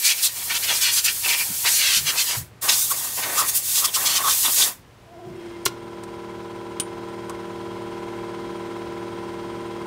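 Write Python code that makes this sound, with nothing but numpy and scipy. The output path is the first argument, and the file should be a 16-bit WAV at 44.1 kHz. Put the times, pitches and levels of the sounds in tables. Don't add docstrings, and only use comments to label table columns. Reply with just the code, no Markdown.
import sys
import numpy as np
from scipy import signal
from scipy.fft import rfft, irfft, next_fast_len
from scipy.io import wavfile
from scipy.ndimage import uniform_filter1d, map_coordinates

SR = 44100
rng = np.random.default_rng(int(sys.argv[2]) if len(sys.argv) > 2 else 0)


def waveform_to_disk(signal):
    frames = np.transpose(np.atleast_2d(signal))
    scaled = np.clip(frames, -1, 1) * 32767
    samples = np.round(scaled).astype(np.int16)
    wavfile.write(sys.argv[1], SR, samples)


N = 434826
T = np.arange(N) / SR

# open t/s, close t/s, flow level/dB
TRIGGER_PULLS = [(-0.05, 2.382, -28), (2.611, 4.684, -26)]
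# t/s, hiss
# gain/dB
NOZZLE_AIM = [(0.0, 4), (0.32, -2), (0.42, 3.5), (0.83, 1), (1.18, 2), (1.27, 6), (1.6, 0), (1.79, 3.5),
              (2.03, 2), (3.13, -0.5), (3.53, 2), (3.64, 0.5), (3.7, 6.5), (3.86, 2.5), (3.9, -8),
              (3.938, -6.5), (3.96, 1.5), (4.2, 1.5), (4.35, 8), (4.71, 1.5)]
# f/Hz, level/dB
HISS_SPECTRUM = [(100.0, -32), (700.0, -33.5), (2500.0, -11.5), (4500.0, -3.5), (8000.0, 1), (11000.0, 1.5),
                 (15500.0, -0.5)]
# f/Hz, level/dB
DISC_ROAR_SPECTRUM = [(60, -27), (450, -9.5), (950, -5), (1500, -7), (2200, -7), (4000, -26.5)]
# f/Hz, level/dB
CALIPER_ROAR_SPECTRUM = [(60, -26.5), (450, -13), (780, -7.5), (1180, -5), (1400, -16), (1900, -10),
                         (3500, -19)]
# enter t/s, leave t/s, level/dB
HOLLOW_DWELLS = [(0.495, 0.545, -39.5), (0.678, 0.71, -34), (1.235, 1.42, -41.5), (1.635, 1.665, -32),
                 (2.068, 2.16, -36.5), (2.266, 2.35, -39.5), (2.618, 2.7, -30.5), (2.904, 3.06, -37.5),
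                 (3.155, 3.45, -31.5), (3.76, 3.85, -40.5), (3.95, 4.29, -34), (4.433, 4.487, -29.5),
                 (4.565, 4.67, -31.5)]
# middle t/s, length/s, level/dB, centre f/Hz (higher when nearer the nozzle)
SPLASHES = [(0.066, 0.044, -15.5, 5460), (0.109, 0.041, -18.5, 4100), (0.25, 0.048, -16.5, 7300),
            (0.514, 0.031, -24.5, 2460), (0.562, 0.036, -23, 3660), (0.702, 0.051, -22, 2800),
            (0.758, 0.066, -22.5, 5550), (0.827, 0.032, -19, 6100), (0.868, 0.086, -20, 3300),
            (0.948, 0.056, -19.5, 7100), (0.983, 0.04, -18.5, 4900), (1.056, 0.026, -16.5, 7500),
            (1.083, 0.059, -23.5, 3300), (1.251, 0.031, -28, 2770), (1.297, 0.027, -21, 3420),
            (1.338, 0.026, -22.5, 3140), (1.673, 0.039, -19, 2620), (1.74, 0.15, -18.5, 6800),
            (1.87, 0.16, -20, 3300), (1.96, 0.062, -17.5, 4300), (2.088, 0.052, -21.5, 3320),
            (2.2, 0.052, -19, 4400), (2.303, 0.075, -24, 4500), (2.698, 0.021, -14.5, 3920),
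            (2.731, 0.055, -19, 5500), (2.801, 0.11, -19.5, 8550), (2.914, 0.028, -19.5, 10800),
            (3.239, 0.028, -28.5, 2490), (3.396, 0.042, -18.5, 7400), (3.493, 0.024, -19, 8270),
            (3.567, 0.04, -17, 9830), (3.778, 0.059, -19, 6150), (3.853, 0.019, -15.5, 5280),
            (3.954, 0.029, -19, 5170), (4.069, 0.029, -18, 4940), (4.122, 0.1, -22, 4320),
            (4.171, 0.028, -18, 4370), (4.306, 0.069, -19, 5500), (4.455, 0.041, -25, 3900),
            (4.608, 0.092, -16.5, 6300)]
# f/centre f, level/dB
BURST_SPECTRUM = [(0.05, -36), (0.35, -9), (0.701, 1), (1.0, 2.5), (1.5, 1.5), (3.0, -6), (6.0, -27)]
# middle t/s, length/s, level/dB, f/Hz
CAVITY_HOWLS = [(0.095, 0.065, -26, 2420), (0.256, 0.042, -25, 3960), (1.077, 0.039, -27, 2600),
                (1.255, 0.026, -28, 2570), (1.335, 0.075, -27.5, 2520), (1.413, 0.04, -30.5, 2415),
                (1.669, 0.027, -28, 2310), (2.917, 0.026, -30, 1170), (3.403, 0.06, -24.5, 1170),
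                (3.84, 0.043, -29.5, 1166), (3.886, 0.025, -32, 3400), (3.975, 0.028, -29, 1160),
                (4.207, 0.043, -30, 1100), (4.27, 0.052, -23.5, 1164), (4.458, 0.035, -26.5, 3450),
                (4.626, 0.022, -18.5, 3500)]
# f/Hz, level/dB
DISC_ARCH_MODES = [(950, 1), (1560, -4), (1830, 0.5), (2350, 0), (2640, -4), (2930, -10.5), (3300, -5),
                   (4280, -3)]
# f/Hz, level/dB
CALIPER_ARCH_MODES = [(1520, 5.5), (1860, 0.5), (2720, -3), (3310, -4.5), (3590, -2.5), (6550, -12)]
# t/s, level/dB, peak f/Hz, t60/s
DULL_BUMPS = [(1.485, -31, 188.6, 0.15), (1.965, -38, 131, 0.78), (2.365, -30.5, 120, 0.36),
              (5.249, -38.5, 174, 0.8), (7.294, -26, 1140, 0.096)]
# t/s, level/dB, gain of side lines and clatter/dB
COMPRESSOR_SWELL = [(4.85, -77, 16), (5.19, -44, -2), (5.45, -32, -11), (5.7, -35.5, -2), (6.1, -34.5, 0.5),
                    (7.6, -31.5, 0), (8.2, -30.5, -0.7)]
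# f/stroke rate, level/dB
PUMP_LINES = [(3, -17.5), (5, -10.5), (6, -14.5), (7, -18.5), (9, -2), (10, -7.5), (12, -8.5), (15, -18),
              (16, -15), (21, -16), (24, -18), (26, -10), (27, -18.5), (28, -24), (35.5, -20)]
# f/Hz, level/dB
RUSH_SPECTRUM = [(30, -19.5), (200, -14.5), (550, -18), (1000, -21.5), (1900, -25), (3230, -30.5),
                 (8950, -43), (15500, -53)]
# f/Hz, width/Hz, level/dB
WHINE_BANDS = [(2100, 30, -28), (3240, 60, -29), (5150, 59.5, -36.5), (8730, 160, -35.5)]
# middle t/s, length/s, f/Hz, level/dB
SOFT_HOOTS = [(5.205, 0.34, 670, -45), (5.332, 0.38, 361.3, -41.5)]
# t/s, level/dB, t60/s, centre f/Hz
COUPLING_PUFFS = [(5.653, -17, 0.06, 8500), (5.6577, -9, 0.027, 5600), (5.662, -11, 0.032, 2840),
                  (5.675, -25, 0.05, 3980)]
# f/Hz, level/dB, t60/s
FITTING_MODES = [(119, -27.5, 0.19), (390, -14.5, 0.036), (1076, -11, 0.024), (1397, -15, 0.034)]
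# t/s, level/dB, ring gain/dB
METAL_KNOCKS = [(6.036, -39.5, -19), (6.7989, -18.5, -7), (6.807, -33, -11), (7.296, -32.5, -19)]
# f/Hz, level/dB, t60/s
STEEL_MODES = [(3120, 3.5, 0.056), (8100, 0, 0.08), (9320, 7, 0.12), (11800, -7, .05)]

VALVE_OPEN_S, VALVE_T60_S = 0.016, 0.19
TO_CALIPER_S = 2.56
STROKE_HZ, MAIN_LINE, VALVE_LINES_ABOVE = 38.11, 9, 20


def undb(db):
    return 10 ** (np.asarray(db) / 20)


def unit(x):
    return x / np.sqrt(np.mean(x ** 2))


def noise(spectrum, size=N):
    hz, db = np.transpose(spectrum)
    n = next_fast_len(size)
    f = np.maximum(np.arange(n // 2 + 1) * SR / n, 1)
    gain = undb(np.interp(np.log(f), np.log(hz), db)) * f ** 2 / (f ** 2 + 30 ** 2)
    return unit(irfft(rfft(rng.standard_normal(n)) * gain, n)[:size])


def air_noise(centre_hz, size=N):
    return noise([(centre_hz * k, db) for k, db in BURST_SPECTRUM], size)


def resonance(f, hz, width_hz):
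    return 1 / (1 + 2j * (f - hz) / width_hz)


def ringing(hz, width_hz, size=N):
    n = next_fast_len(size)
    f = np.arange(n // 2 + 1) * SR / n
    return unit(irfft(rfft(rng.standard_normal(n)) * resonance(f, hz, width_hz) ** 2, n)[:size])


def walk(rate_hz):
    k = max(int(SR / rate_hz), 1)
    steps = np.repeat(rng.standard_normal(N // k + 1), k)
    return unit(uniform_filter1d(uniform_filter1d(steps, k), k)[:N])


def decay(t, t60_s):
    return np.exp(-np.log(1000) * t / t60_s)


def held(rows, rise_s, t60_s):
    return sum(undb(db) * np.clip((T - start) / rise_s, 0, 1) * decay(np.maximum(T - end, 0), t60_s)
               for start, end, db in rows)


def flare(middle_s, length_s):
    start_s = max(middle_s - 2 * length_s, 0)
    t = start_s + T[:int(2 * SR * (middle_s - start_s))]
    return t, 1 / (1 + (2 * (t - middle_s) / length_s) ** 4)


def add(track, start_s, sound):
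    i = int(start_s * SR)
    track[i:i + len(sound)] += sound[:N - i]


def jet(sway_db=1.65, spill_db=-19.5, flutter_db=2.5):
    flow = held(TRIGGER_PULLS, VALVE_OPEN_S, VALVE_T60_S)
    aim_db = np.interp(T, *np.transpose(NOZZLE_AIM)) + sway_db * walk(30)
    hiss = flow * undb(aim_db) * noise(HISS_SPECTRUM)
    hollow = np.where(T < TO_CALIPER_S, noise(DISC_ROAR_SPECTRUM), noise(CALIPER_ROAR_SPECTRUM))
    drive = undb(spill_db) * flow + held(HOLLOW_DWELLS, rise_s=0.02, t60_s=0.21)
    roar = drive * undb(flutter_db * walk(90)) * hollow
    return hiss + roar + flow * grazing()


def grazing(disc_db=-16, caliper_db=-30, spread_db=6.5):
    level_db = np.where(T < TO_CALIPER_S, disc_db, caliper_db)
    return undb(level_db + spread_db * walk(40)) * air_noise(centre_hz=3300)


def splashes(trim_db=0.34, bounce=0.41, gap_lag_s=0.0018, drift_per_s=1.0):
    out = np.zeros(N)
    for middle_s, length_s, db, hz in SPLASHES:
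        t, swell = flare(middle_s, length_s)
        air = air_noise(hz, len(t))
        lags_s = gap_lag_s * rng.uniform(0.301, 2, size=(2, 1))
        drift = np.exp(drift_per_s * rng.standard_normal() * (t - middle_s))
        echoes = sum(np.interp(t - lag_s, t, air) for lag_s in lags_s * drift)
        add(out, t[0], undb(db) * swell * unit(air + bounce * echoes))
    return out * undb(trim_db)


def mirror(x, bounce=0.19, mean_lag_s=0.00071, wander=0.365):
    lag_s = mean_lag_s * np.exp(wander * walk(9))
    echo = map_coordinates(x, [np.arange(N) - lag_s * SR], order=1)
    return (x + bounce * echo) / np.hypot(1, bounce)


def howls(width_ratio=0.23, spurt_db=2.5, octave_db=-3, twelfth_db=-12):
    out = np.zeros(N)
    for middle_s, length_s, db, hz in CAVITY_HOWLS:
        t, swell = flare(middle_s, length_s)
        multiple, overtone_db = (2, octave_db) if middle_s < TO_CALIPER_S else (3, twelfth_db)
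        low, high = (ringing(k * hz, k * width_ratio * hz, len(t)) for k in (1, multiple))
        add(out, t[0], undb(db) * swell * (low + undb(overtone_db) * high))
    return undb(spurt_db * walk(130)) * out


def arch(x, modes, width_ratio=0.028):
    n = next_fast_len(N)
    f = np.arange(n // 2 + 1) * SR / n
    gain = 1 + sum(undb(db) * np.abs(resonance(f, hz, width_ratio * hz)) ** 2 for hz, db in modes)
    return irfft(rfft(x, n) * gain, n)[:N]


def garage(x, wet_db=-22, t60_s=0.29):
    t = T[:SR // 2]
    tail = noise([(100, -2), (2000, -1), (15000, -16)], len(t)) * decay(t, t60_s) * (t > 0.005)
    return x + undb(wet_db) * signal.fftconvolve(x, tail / np.linalg.norm(tail))[:N]


def drone(phase_rad, tone_db=-57, rumble_db=-50.5):
    tone = undb(tone_db + 2 * walk(6.4)) * unit(np.sin(phase_rad))
    rumble = undb(rumble_db) * noise([(30, -16.5), (70, -8), (200, -16), (2000, -28), (15000, -47.5)])
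    return np.minimum(0.085 + T / 0.5, 1) * (tone + rumble)


def bumps(rise_s=0.0077, loose_db=1.5):
    out, t = np.zeros(N), T[:SR // 2]
    attack = 1 - np.exp(-t / rise_s)
    for start_s, db, hz, t60_s in DULL_BUMPS:
        body = noise([(hz / 4, -13), (hz, 0), (2 * hz, -19), (10 * hz, -50)], len(t))
        add(out, start_s, undb(db) * body * decay(t, t60_s) * attack)
    return out * undb(loose_db * walk(60))


def compressor(rush_db=-12, clatter_db=-15, rattle_depth=0.46, rattle_turns=0.089, throb_depth=0.39,
               body_width_hz=110, scatter_rad=0.67):
    times_s, *columns_db = np.transpose(COMPRESSOR_SWELL)
    level, side_gain = (undb(np.interp(T, times_s, db)) for db in columns_db)
    strokes = np.cumsum(STROKE_HZ * (1 + 0.000504 * walk(3))) / SR
    turns = strokes / 2
    throb = 1 + throb_depth * np.cos(2 * np.pi * turns)
    lines, phases_rad = np.zeros(N), []
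    for k, db in PUMP_LINES:
        body = resonance(k * STROKE_HZ, MAIN_LINE * STROKE_HZ, body_width_hz) ** 2
        phase_rad = 2 * np.pi * k * strokes + np.angle(body) + scatter_rad * rng.standard_normal()
        gain = undb(db) * (1 if k == MAIN_LINE else side_gain)
        lines += gain * (throb if k > VALVE_LINES_ABOVE else 1) * np.sin(phase_rad)
        phases_rad.append(phase_rad)
    clatter = undb(clatter_db) * side_gain * throb * valve_clatter(turns)
    rush = undb(rush_db) * noise(RUSH_SPECTRUM)
    rattle = 1 + rattle_depth * np.exp(-(turns % 1) / rattle_turns)
    return level * (lines + rattle * (rush + clatter + whines())) + drone(phases_rad[0])


def valve_clatter(turns):
    one_turn = noise([(150, -9), (520, -1.5), (1030, 0), (1150, -13), (1450, -1), (1900, -13.5),
                      (3300, -13.5), (12000, -35)], size=2304)
    return np.interp(turns, np.arange(len(one_turn)) / len(one_turn), one_turn, period=1)


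def whines():
    return sum(undb(db) * ringing(hz, width_hz) for hz, width_hz, db in WHINE_BANDS)


def hoots(waver=0.0407):
    out = np.zeros(N)
    for middle_s, length_s, hz, db in SOFT_HOOTS:
        swell = np.cos(np.pi * np.clip((T - middle_s) / length_s, -0.5, 0.5))
        pitch_hz = hz * (1 + waver * walk(120))
        out += undb(db) * swell * unit(np.sin(2 * np.pi * np.cumsum(pitch_hz) / SR))
    return out


def coupling(rise_s=0.00074):
    out, t = np.zeros(N), T[:SR // 4]
    attack = 1 - np.exp(-t / rise_s)
    for start_s, db, t60_s, hz in COUPLING_PUFFS:
        add(out, start_s, undb(db) * air_noise(hz, len(t)) * decay(t, t60_s) * attack)
    ring = sum(undb(db) * decay(t, t60_s) * np.sin(2 * np.pi * hz * t) for hz, db, t60_s in FITTING_MODES)
    add(out, COUPLING_PUFFS[2][0], attack * ring)
    return out


def clinks(crack_t60_s=0.04, cluster_width_hz=450):
    out, t = np.zeros(N), T[:SR // 3]
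    for start_s, db, ring_db in METAL_KNOCKS:
        crack = noise([(1600, 2), (4200, -0.5), (9000, 5), (15000, -12)], len(t)) * decay(t, crack_t60_s)
        ring = sum(undb(mode_db) * decay(t, t60_s) * ringing(hz, cluster_width_hz, len(t))
                   for hz, mode_db, t60_s in STEEL_MODES)
        add(out, start_s, undb(db) * (crack + undb(ring_db) * ring / 2))
    return out


def scene():
    valve = held([(open_s, close_s, 0) for open_s, close_s, _ in TRIGGER_PULLS], VALVE_OPEN_S, VALVE_T60_S)
    blown = mirror(jet() + valve * splashes()) + howls()
    air = np.where(T < TO_CALIPER_S, arch(blown, DISC_ARCH_MODES), arch(blown, CALIPER_ARCH_MODES))
    mono = garage(air + coupling() + clinks() + bumps()) + compressor() + hoots()
    return np.array([mono, mono])


def record(dry, ceiling=1.5, cutoff_hz=15650):
    lowpass = signal.ellip(10, 0.2, 70, cutoff_hz, fs=SR, output="sos")
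    return signal.sosfilt(lowpass, ceiling * np.tanh(dry / ceiling))


dry = scene()
out = record(dry)
waveform_to_disk(out)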